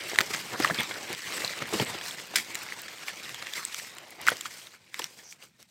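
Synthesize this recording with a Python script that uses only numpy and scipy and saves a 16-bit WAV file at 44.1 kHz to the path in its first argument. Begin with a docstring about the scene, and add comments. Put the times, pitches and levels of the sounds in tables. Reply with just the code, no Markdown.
"""A littered forest floor: someone walks over it, close to a hand-held microphone, then slows to a stop.
Dry leaves rustle all along: showers of tiny clicks and noise, louder with each sweep of a foot or leg.
Feet thud on the soil (fading low tones and noise), scrape over stems (slips ringing one narrow pitch),
crush the litter (dense volleys of clicks) and snap twigs (a ringing tone with a crack of noise).
Over a faint steady hush, the steps scatter softly off the ground and trunks. The sound is mono."""
import sys
import numpy as np
from scipy import signal
from scipy.io import wavfile
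from scipy.ndimage import uniform_filter1d

SR = 44100
rng = np.random.default_rng(int(sys.argv[2]) if len(sys.argv) > 2 else 0)


def store_pcm(level_fs):
    """Save levels as 16-bit WAV."""
    pcm = np.round(np.clip(level_fs, -1, 1) * 32767).astype(np.int16)
    wavfile.write(sys.argv[1], SR, np.atleast_2d(pcm).T)


N = 251392  # length of the scene in samples

# Levels in these tables are relative: each layer is trimmed again where it is mixed.
# colour of the forest's hush: pitch_hz, level_db (per Hz)
AIR_COLOUR = [(20, -7.5), (60, 5), (130, 10), (220, 10), (500, -21), (2000, -26), (8000, -29.5),
              (16000, -30)]
# how much the litter stirs between strides, dying away as the walk stops:
# time_s, leaf_rustle_db, low_brushing_db, crisp_top_db
STIR_LEVELS = [(0.0, -38.5, -50, -46), (0.79, -41, -50.5, -44.5), (1.13, -42, -55.5, -48),
               (1.41, -35.5, -56, -39), (1.79, -41, -45.5, -57), (1.98, -38, -49.5, -50.5),
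               (2.19, -45.5, -54.5, -53), (2.62, -44.5, -52, -47), (2.87, -45, -57.5, -51),
               (3.35, -43, -54, -49.5), (3.67, -43, -59.5, -46.5), (3.98, -47.5, -56.5, -57),
               (4.19, -51, -56.5, -58.5), (4.44, -46.5, -58.5, -48), (4.78, -60.5, -70, -69),
               (5.19, -56, -61.5, -53), (5.52, -68, -79.5, -73.5), (5.7, -71.5, -78.5, -69.5)]
# a foot or leg sweeps through the litter:
# peak_s, length_s, leaf_rustle_db, low_brushing_db, crisp_top_db
LEG_SWEEPS = [(0.103, 0.11, -43, -58, -45), (0.207, 0.084, -48, -37, -46), (0.344, 0.22, -40, -44, -42.5),
              (0.543, 0.062, -42, -36.5, -59), (0.639, 0.13, -30.5, -36.5, -40),
              (0.788, 0.15, -33.5, -42.5, -46.5), (0.97, 0.35, -45, -44, -64),
              (1.109, 0.076, -36, -40.5, -49), (1.375, 0.35, -38, -44, -56), (1.607, 0.11, -42, -44, -61),
              (1.775, 0.19, -34.5, -43, -38), (1.914, 0.13, -43, -43, -44), (2.076, 0.17, -41.5, -57, -42),
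              (2.201, 0.07, -41.5, -49.5, -46), (2.364, 0.088, -40.5, -45, -47),
              (2.634, 0.42, -42, -69, -67), (3.078, .07, -42, -66, -45), (3.258, 0.1, -43.5, -70, -51),
              (3.574, 0.091, -38, -50, -40.5), (3.79, 0.21, -51, -74, -44.5), (4.217, .07, -41.5, -53, -63),
              (4.298, 0.14, -39, -44.5, -43.5), (4.56, 0.3, -50.5, -61, -49),
              (4.74, 0.069, -53.5, -70, -59), (5.006, 0.17, -44, -55, -48), (5.317, 0.048, -63, -72, -49.5),
              (5.437, 0.078, -53.5, -61.5, -54.5), (5.61, 0.061, -59, -66.5, -58.5)]
# colour of the sliding leaves: pitch_hz, level_db (per Hz)
LEAF_COLOUR = [(35, -41), (60, -8.5), (124, -8), (287, -11.5), (338, -6.5), (380, -9.5), (427, -8.5),
               (651, -9), (2140, 6.5), (2970, -0.5), (6900, -11), (7940, -9.5), (10800, -21), (13600, -17),
               (16000, -26.5)]
# weight landing on the soil: start_s, level_db, pitch_hz
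SOIL_THUDS = [(0.117, -34, 487), (0.132, -29.5, 383), (0.2092, -32, 307), (0.538, -28, 900),
              (0.6, -21.5, 318), (0.631, -37, 140), (0.669, -30, 620), (0.698, -23.5, 660),
              (0.704, -26.5, 640), (0.708, -27.5, 163), (0.786, -30, 230), (0.793, -33.5, 149),
              (1.102, -33, 373), (1.383, -36, 342), (1.439, -30, 560), (1.618, -35.5, 135),
              (1.726, -26.5, 420), (1.737, -21.5, 356), (1.751, -26.5, 213), (1.799, -19, 470),
              (1.803, -25, 134), (1.82, -25.5, 242), (2.338, -33.5, 770), (4.318, -25, 486),
              (4.999, -35, 470)]
# a sole dragging over roots and stems: start_s, length_s, level_db, pitch_hz, width_hz
SOLE_SCRAPES = [(0.536, 0.024, -34.5, 1210, 600), (0.782, 0.03, -29, 3440, 347),
                (0.793, 0.02, -28.5, 2040, 400), (0.799, .017, -35, 935, 150),
                (0.802, 0.08, -43.5, 3650, 300), (0.928, .039, -39.5, 1620, 500),
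                (1.33, 0.052, -40, 7960, 500), (3.568, 0.076, -43, 1290, 400),
                (4.182, 0.03, -46.5, 820, 450), (5.23, 0.1, -49.5, 5940, 800)]
# a clump of leaves crushed at once: start_s, level_db, decay_s, centre_hz
LEAF_CRUNCHES = [(0.334, -27.5, 0.014, 3040), (0.599, -29, 0.0058, 1300), (0.622, -29, 0.0037, 3500),
                 (0.698, -30, 0.01, 1390), (0.9098, -29, 0.0094, 1400), (1.759, -34, 0.0057, 4000),
                 (1.798, -26.5, 0.0037, 3000), (2.3566, -18, 0.0071, 4000), (2.3581, -15.5, 0.005, 6500),
                 (2.365, -29.5, 0.032, 6000), (2.383, -24.5, 0.0046, 4000), (2.881, -35, 0.0066, 2800),
                 (3.082, -33, 0.016, 2370), (4.106, -40, .0022, 14000), (4.2789, -23.5, .005, 9000),
                 (4.294, -38, 0.012, 2000), (4.318, -28.5, 0.0029, 1700), (4.369, -31.5, 0.0014, 7000),
                 (4.4086, -31.5, 0.0018, 4500), (4.459, -33, 0.0078, 3440), (4.9923, -27, 0.0034, 6500),
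                 (5.188, -45.5, 0.012, 2500)]
# resonances of dry husks and hollow stalks: pitch_hz, width_hz, level_db
HUSK_RESONANCES = [(1830, 260, 13), (2130, 160, 9.5), (3270, 200, 8), (4200, 300, -3), (5050, 510, 6.5),
                   (7400, 410, 6.5), (8500, 150, 0.5), (10760, 300, -3), (12400, 170, 7.5)]
# twigs and stalks breaking: start_s, ring_db, ring_hz, crack_db
TWIG_SNAPS = [(0.098, -21, 5680, -26), (0.1585, -26, 1900, -21), (0.187, -3.5, 1905, -6.5),
              (0.2061, -16, 2000, -11), (0.2115, -16, 4600, -12.5), (0.3382, -17.5, 2070, -29),
              (0.3468, -27, 1880, -19), (0.636, -14.5, 5040, -30), (0.6461, -6, 1830, -19),
              (0.6481, -8, 1196, -24), (0.658, -18, 1890, -23), (0.6993, -18, 1240, -28),
              (0.7085, -12, 1750, -40), (0.7453, -20, 4700, -25), (0.8323, -21, 4600, -20),
              (1.1489, -29, 4840, -24), (1.3232, -25, 4020, -22), (1.4202, -20.5, 2020, -34),
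              (1.4473, -13.5, 4170, -23), (1.4778, -16.5, 4130, -27), (1.6224, -19.5, 1330, -24),
              (1.7986, -13.5, 3170, -26), (2.0118, -26, 1700, -28), (2.1094, -22.5, 3400, -38),
              (2.184, -25, 1970, -37), (2.3575, -11, 1960, -25), (2.3712, -14, 2170, -23),
              (2.399, -20, 2160, -29), (2.5468, -18.5, 7340, -24.5), (2.5539, -32, 3220, -17),
              (2.7228, -21, 2010, -31), (3.0822, -20, 2230, -25), (3.2928, -24.5, 2610, -27),
              (3.3447, -30, 3250, -24.5), (3.4246, -38, 2020, -23.5), (3.469, -27, 1900, -25),
              (3.5361, -17.5, 3570, -24), (3.6511, -11, 8100, -24), (3.7449, -19, 5810, -18),
              (3.7978, -28, 1900, -30), (3.984, -40, 3340, -27.5), (4.2678, -32, 3600, -13.5),
              (4.2751, -6.5, 2000, -22), (4.2846, -2, 1470, -13.5), (4.291, -32, 2850, -14.5),
              (4.3032, -20, 10510, -21), (4.4107, -22, 7260, -20.5), (4.456, -22.5, 1260, -26.5),
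              (4.67, -31.5, 3800, -38), (4.943, -22.5, 2140, -24.5), (4.9957, -21, 960, -24.5),
              (5.019, -22, 2870, -38), (5.0422, -15, 5700, -19), (5.3252, -39, 2330, -37),
              (5.4248, -39, 2800, -41), (5.6277, -39, 5500, -38.5)]
# colour of breaking wood: pitch_hz, level_db (per Hz)
CRACK_COLOUR = [(100, -28.5), (500, -19.5), (1300, 2.5), (3500, 3.5), (5000, -5), (7500, -3.5),
                (10000, -17), (13500, -14), (16000, -20)]

STIR_TRIMS_DB = [-1, 1.5, -1]  # for leaf rustle, low brushing and crisp top
SWELL_SHARE, SWEEP_EDGE_DB = 0.45, -13  # part of a sweep spent swelling; its level at either end
THUD_CYCLES = 2.54  # basic decay of soil, in cycles of its pitch
CRUNCH_OCTAVES = 1.22  # sets how widely a crunch's colour spreads
RING_S, RING_FALL = 0.0016, 0.59  # decay of a stick ringing at 2 kHz; power by which higher ones die sooner
# small twigs giving way at random; their levels are relative to the rustle around them
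TWIGS_PER_S, TWIG_LOW_HZ, TWIG_HIGH_HZ = 11, 1856, 8040
TWIG_RING_DB, TWIG_CRACK_DB, TWIG_SCATTER_DB = 11.5, 7, 1
EDGE_HZ = 16000  # top of the recorded band


def amp(db):
    """Turns decibels into a plain multiplier."""
    return 10 ** (np.asarray(db) / 20)


def evened(x):
    """Scales x to an average (RMS) level of one."""
    return x / np.sqrt(np.mean(x ** 2) + 1e-20)


def add(mix, start_s, sound):
    """Adds a sound into the mix at its start time, cutting off what runs past the end."""
    part = mix[max(round(start_s * SR), 0):][:len(sound)]
    part += sound[:len(part)]


def colour(x, points, size=2048):
    """Filters x to a (Hz, dB) outline without sounding ahead of time (a minimum-phase filter)."""
    hz, db = np.transpose(points)
    bin_hz = abs(np.fft.fftfreq(size, 1 / SR)) + 1
    log_gain = np.log(amp(np.interp(np.log(bin_hz), np.log(hz), db)))
    response = np.exp(signal.hilbert(log_gain).conj())
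    taps = np.fft.ifft(response).real[:size // 2]
    return signal.fftconvolve(x, taps)[:len(x)]


def band(x, low_hz, high_hz, order=2):
    """Keeps the pitches between two edges."""
    edges = np.clip([low_hz, high_hz], [10, 20], [SR * 0.45, SR * 0.49])
    return signal.sosfilt(signal.butter(order, edges, "bandpass", fs=SR, output="sos"), x)


def clicks(length, per_s, spread):
    """Tiny fractures at random moments; sizes follow a power law: many small, a few large."""
    chance, size, sign = rng.random((length, 3)).T
    happens = chance < per_s / SR
    smallness = size + 0.02
    return happens * np.sign(sign - 0.5) * smallness ** -spread


def burst(x, decay_s, rise_s):
    """Gives x a quick swell and an exponential fade, with the energy of a unit level fading so."""
    t = np.arange(len(x)) / SR
    x = x * (1 - np.exp(-t / rise_s)) * np.exp(-t / decay_s)
    return x * np.sqrt(decay_s * SR / 2 / (np.sum(x ** 2) + 1e-20))


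def air(level_db=-70):
    """The faint steady hush of the forest: coloured noise."""
    return amp(level_db) * evened(colour(rng.standard_normal(N), AIR_COLOUR))


def woods(x, t60_s=0.14, size=12000):
    """Faint scatter from the ground and nearby trunks: x smeared by a fading tail of noise."""
    t = np.arange(size) / SR
    fade = amp(-60 * t / t60_s) * (1 - np.exp(-t / 0.006))
    tail = band(rng.standard_normal(size), 200, 8000, order=1) * fade
    return signal.fftconvolve(x, tail / np.linalg.norm(tail))[:N]


def movement():
    """Levels in dB of leaf rustle, low brushing and crisp top: the stir plus a swell for each sweep."""
    t = np.arange(0, N, 64) / SR
    when_s, *stir_db = np.transpose(STIR_LEVELS)
    stir_now_db = np.array([np.interp(t, when_s, db) for db in stir_db])
    power = amp(stir_now_db + np.c_[STIR_TRIMS_DB]) ** 2
    for peak_s, length_s, *levels_db in LEG_SWEEPS:
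        reach_s = length_s * np.where(t < peak_s, SWELL_SHARE, 1 - SWELL_SHARE)
        shape_db = SWEEP_EDGE_DB * ((t - peak_s) / reach_s) ** 2
        power += amp(np.c_[levels_db] + shape_db) ** 2
    return [np.interp(np.arange(N) / SR, t, db) for db in 10 * np.log10(power)]


def leaf_grains(per_s_at_2khz=150, spread=0.31, cycles=1.98, count=30):
    """Leaves of many sizes, each ticking at its own pitch; together they cover all pitches evenly."""
    t = np.arange(1000) / SR
    out = np.zeros(N)
    for hz in np.geomspace(180, 15500, count):
        tick = np.sin(2 * np.pi * hz * t) * np.exp(-t * hz / cycles)
        ticks = clicks(N, per_s_at_2khz * np.sqrt(hz / 2000), spread)  # small leaves are more numerous
        out += np.sqrt(hz) * evened(signal.oaconvolve(ticks, tick)[:N])
    return evened(out)


def drift(x, depth_db, count=9, size=9):
    """Each leaf or stem that slides past lends its own passing colour: random gain over time and pitch."""
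    spectrum = signal.stft(x, nperseg=1024, noverlap=768)[2]
    field = rng.standard_normal(spectrum.shape[::-1]).T
    field = uniform_filter1d(field, count, axis=1)  # smooth over time
    field = evened(uniform_filter1d(field, size, axis=0))  # smooth over pitch
    return signal.istft(spectrum * amp(depth_db * field), nperseg=1024, noverlap=768)[1][:N]


def rustle(leaf, low, crisp, clump_db=1.61, crackle_db=-11, hiss_db=-0.5):
    """Ticking leaves, sharp crackle and smooth sliding, in clumps as the litter gives way."""
    crackle_tick = burst(rng.standard_normal(400), 0.0007, 0.0001)
    crackle = evened(signal.oaconvolve(clicks(N, per_s=42, spread=0.27), crackle_tick)[:N])
    sliding = rng.standard_normal(N)
    litter = leaf_grains() + amp(crackle_db) * crackle + amp(hiss_db) * sliding
    clumps = evened(band(rng.standard_normal(N), 9, 31))  # quick random ups and downs of level
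    x = drift(colour(litter * amp(clump_db * clumps), LEAF_COLOUR), depth_db=2.0)
    brushing = amp(-1) * low * evened(band(x, 87, 690, order=3))
    leaves = amp(-2.34) * leaf * evened(band(x, 856, 4740, order=4))
    crisp_top = crisp * evened(band(x, 4880, 19000, order=4))
    return brushing + leaves + crisp_top


def flakes(leaf_db, level_db=-15, per_s=40, spread=0.65, count=5):
    """Brittle leaf edges chip off in thin bright ticks that follow the level of the rustle."""
    out = np.zeros(N)
    for hz in np.geomspace(3000, 11500, count):
        chip = burst(band(rng.standard_normal(300), hz * 0.42, hz * 2.4), 0.0017, 0.0001)
        out += signal.oaconvolve(clicks(N, per_s / count, spread), chip)[:N]
    return amp(level_db + leaf_db) * evened(out)


def scrapes(uneven_db=2.5):
    """Quick slips under uneven pressure excite a narrow resonance."""
    out = np.zeros(N)
    for start_s, length_s, db, hz, width_hz in SOLE_SCRAPES:
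        slips = clicks(round(length_s * SR), per_s=4000, spread=0.35)
        pressure = evened(uniform_filter1d(rng.standard_normal(len(slips)), size=200))
        pressed = np.pad(slips * amp(uneven_db * pressure), (0, 200))  # room to ring on
        ringing = band(pressed, hz - width_hz / 2, hz + width_hz / 2)
        add(out, start_s, amp(db) * evened(ringing * signal.windows.tukey(len(ringing), 0.4)))
    return out


def thuds(grit=0.73, size=5000):
    """Soil gives a dull, heavily damped knock, roughened by crumbling earth."""
    t = np.arange(size) / SR
    out = np.zeros(N)
    for start_s, db, hz in SOIL_THUDS:
        decay_s = THUD_CYCLES / hz
        knock = burst(np.sin(2 * np.pi * hz * t), decay_s * 0.66, 0.00023)
        earth_noise = band(rng.standard_normal(size), hz * 0.63, hz * 2.47)
        earth = burst(earth_noise, decay_s * 0.97, 0.00058)
        add(out, start_s, amp(db) * (knock + grit * earth))
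    return out


def crunches(husk_db=-2, size=5000):
    """Dense volleys of fractures that die away, ringing the dry husks they break."""
    out = np.zeros(N)
    hz = np.geomspace(100, 18000, 20)
    for start_s, db, decay_s, centre_hz in LEAF_CRUNCHES:
        octaves = np.log2(hz / centre_hz)
        outline_db = -4.3 * (octaves / CRUNCH_OCTAVES) ** 2 - 2 * octaves  # a hump, tilted towards the bass
        volley = colour(clicks(size, per_s=8300, spread=0.17), np.c_[hz, outline_db])
        husks = np.zeros(size)
        for husk_hz, width_hz, gain_db in HUSK_RESONANCES:
            husks += amp(gain_db) * band(volley, husk_hz - width_hz / 2, husk_hz + width_hz / 2, order=1)
        add(out, start_s, amp(db) * burst(volley + amp(husk_db) * husks, decay_s, decay_s * 0.073))
    return out


def small_twigs(leaf_db):
    """Rows like those of TWIG_SNAPS for little twigs that break by chance, following the rustle's level."""
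    wait, pitch, ring, crack = rng.random((200, 4)).T
    start_s = np.cumsum(2 * wait / TWIGS_PER_S)
    around_db = np.interp(start_s, np.arange(N) / SR, leaf_db)
    ring_db = around_db + TWIG_RING_DB + TWIG_SCATTER_DB * (2 * ring - 1)
    ring_hz = TWIG_LOW_HZ * (TWIG_HIGH_HZ / TWIG_LOW_HZ) ** (pitch ** 2)  # low pitches come more often
    crack_db = around_db + TWIG_CRACK_DB + TWIG_SCATTER_DB * (2 * crack - 1)
    rows = np.c_[start_s, ring_db, ring_hz, crack_db]
    return rows[start_s < N / SR].tolist()


def snaps(sticks, swell=0.27, crack_share=0.72, splinter_db=-19, thinness=3, size=2048):
    """A sharp crack, a few cycles of the broken stick choked by the sole, and a trail of splintering fibres."""
    t = np.arange(size) / SR
    out = np.zeros(N)
    crack_hz, outline_db = np.transpose(CRACK_COLOUR)
    for start_s, ring_db, hz, crack_db in sticks:
        decay_s = RING_S * (2000 / hz) ** RING_FALL
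        choke = np.exp(-(t / (2.6 * decay_s)) ** 4)
        ring = burst(np.sin(2 * np.pi * hz * t) * choke, decay_s, swell * decay_s) / np.sqrt(2)
        crack = burst(rng.standard_normal(size), decay_s * crack_share, decay_s * 0.16)
        fibres = burst(clicks(size, per_s=5000, spread=0.3), 0.004, 0.001)
        fracture = crack + amp(splinter_db) * fibres
        tilt_db = thinness * np.log2(hz / 2600) * np.log2(crack_hz / 3000)  # thin stalks crack brighter
        grain_db = 2.2 * rng.standard_normal(len(crack_hz))  # no two sticks are alike
        coloured = colour(fracture, np.c_[crack_hz, outline_db + tilt_db + grain_db])
        coloured *= np.linalg.norm(fracture) / np.linalg.norm(coloured)  # colour without changing the energy
        add(out, start_s, amp(ring_db) * ring + amp(crack_db) * coloured)
    return out


def scene():
    """The steps snap, crush, thud and scrape over the running rustle; both channels are the same."""
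    leaf_db, low_db, crisp_db = movement()
    steps = amp(-1.5) * snaps([*TWIG_SNAPS, *small_twigs(leaf_db)])
    steps += amp(0.5) * crunches()
    steps += amp(-1.0) * band(thuds(), 85, 3000)
    steps += amp(-3.5) * scrapes()
    litter = rustle(amp(leaf_db), amp(low_db), amp(crisp_db)) + flakes(leaf_db)
    mono = litter + steps + amp(-23.0) * woods(steps) + air()
    return np.array([mono, mono])


def record(dry):
    """The microphone sheds deep bass; then a steep filter removes the pitches above EDGE_HZ."""
    thinned = signal.sosfilt(signal.butter(2, 85, "highpass", fs=SR, output="sos"), dry)
    edge_filter = signal.firwin(511, EDGE_HZ, window=("kaiser", 9), fs=SR)
    return signal.oaconvolve(thinned, edge_filter[None], "same")


dry = scene()
out = record(dry)
store_pcm(out)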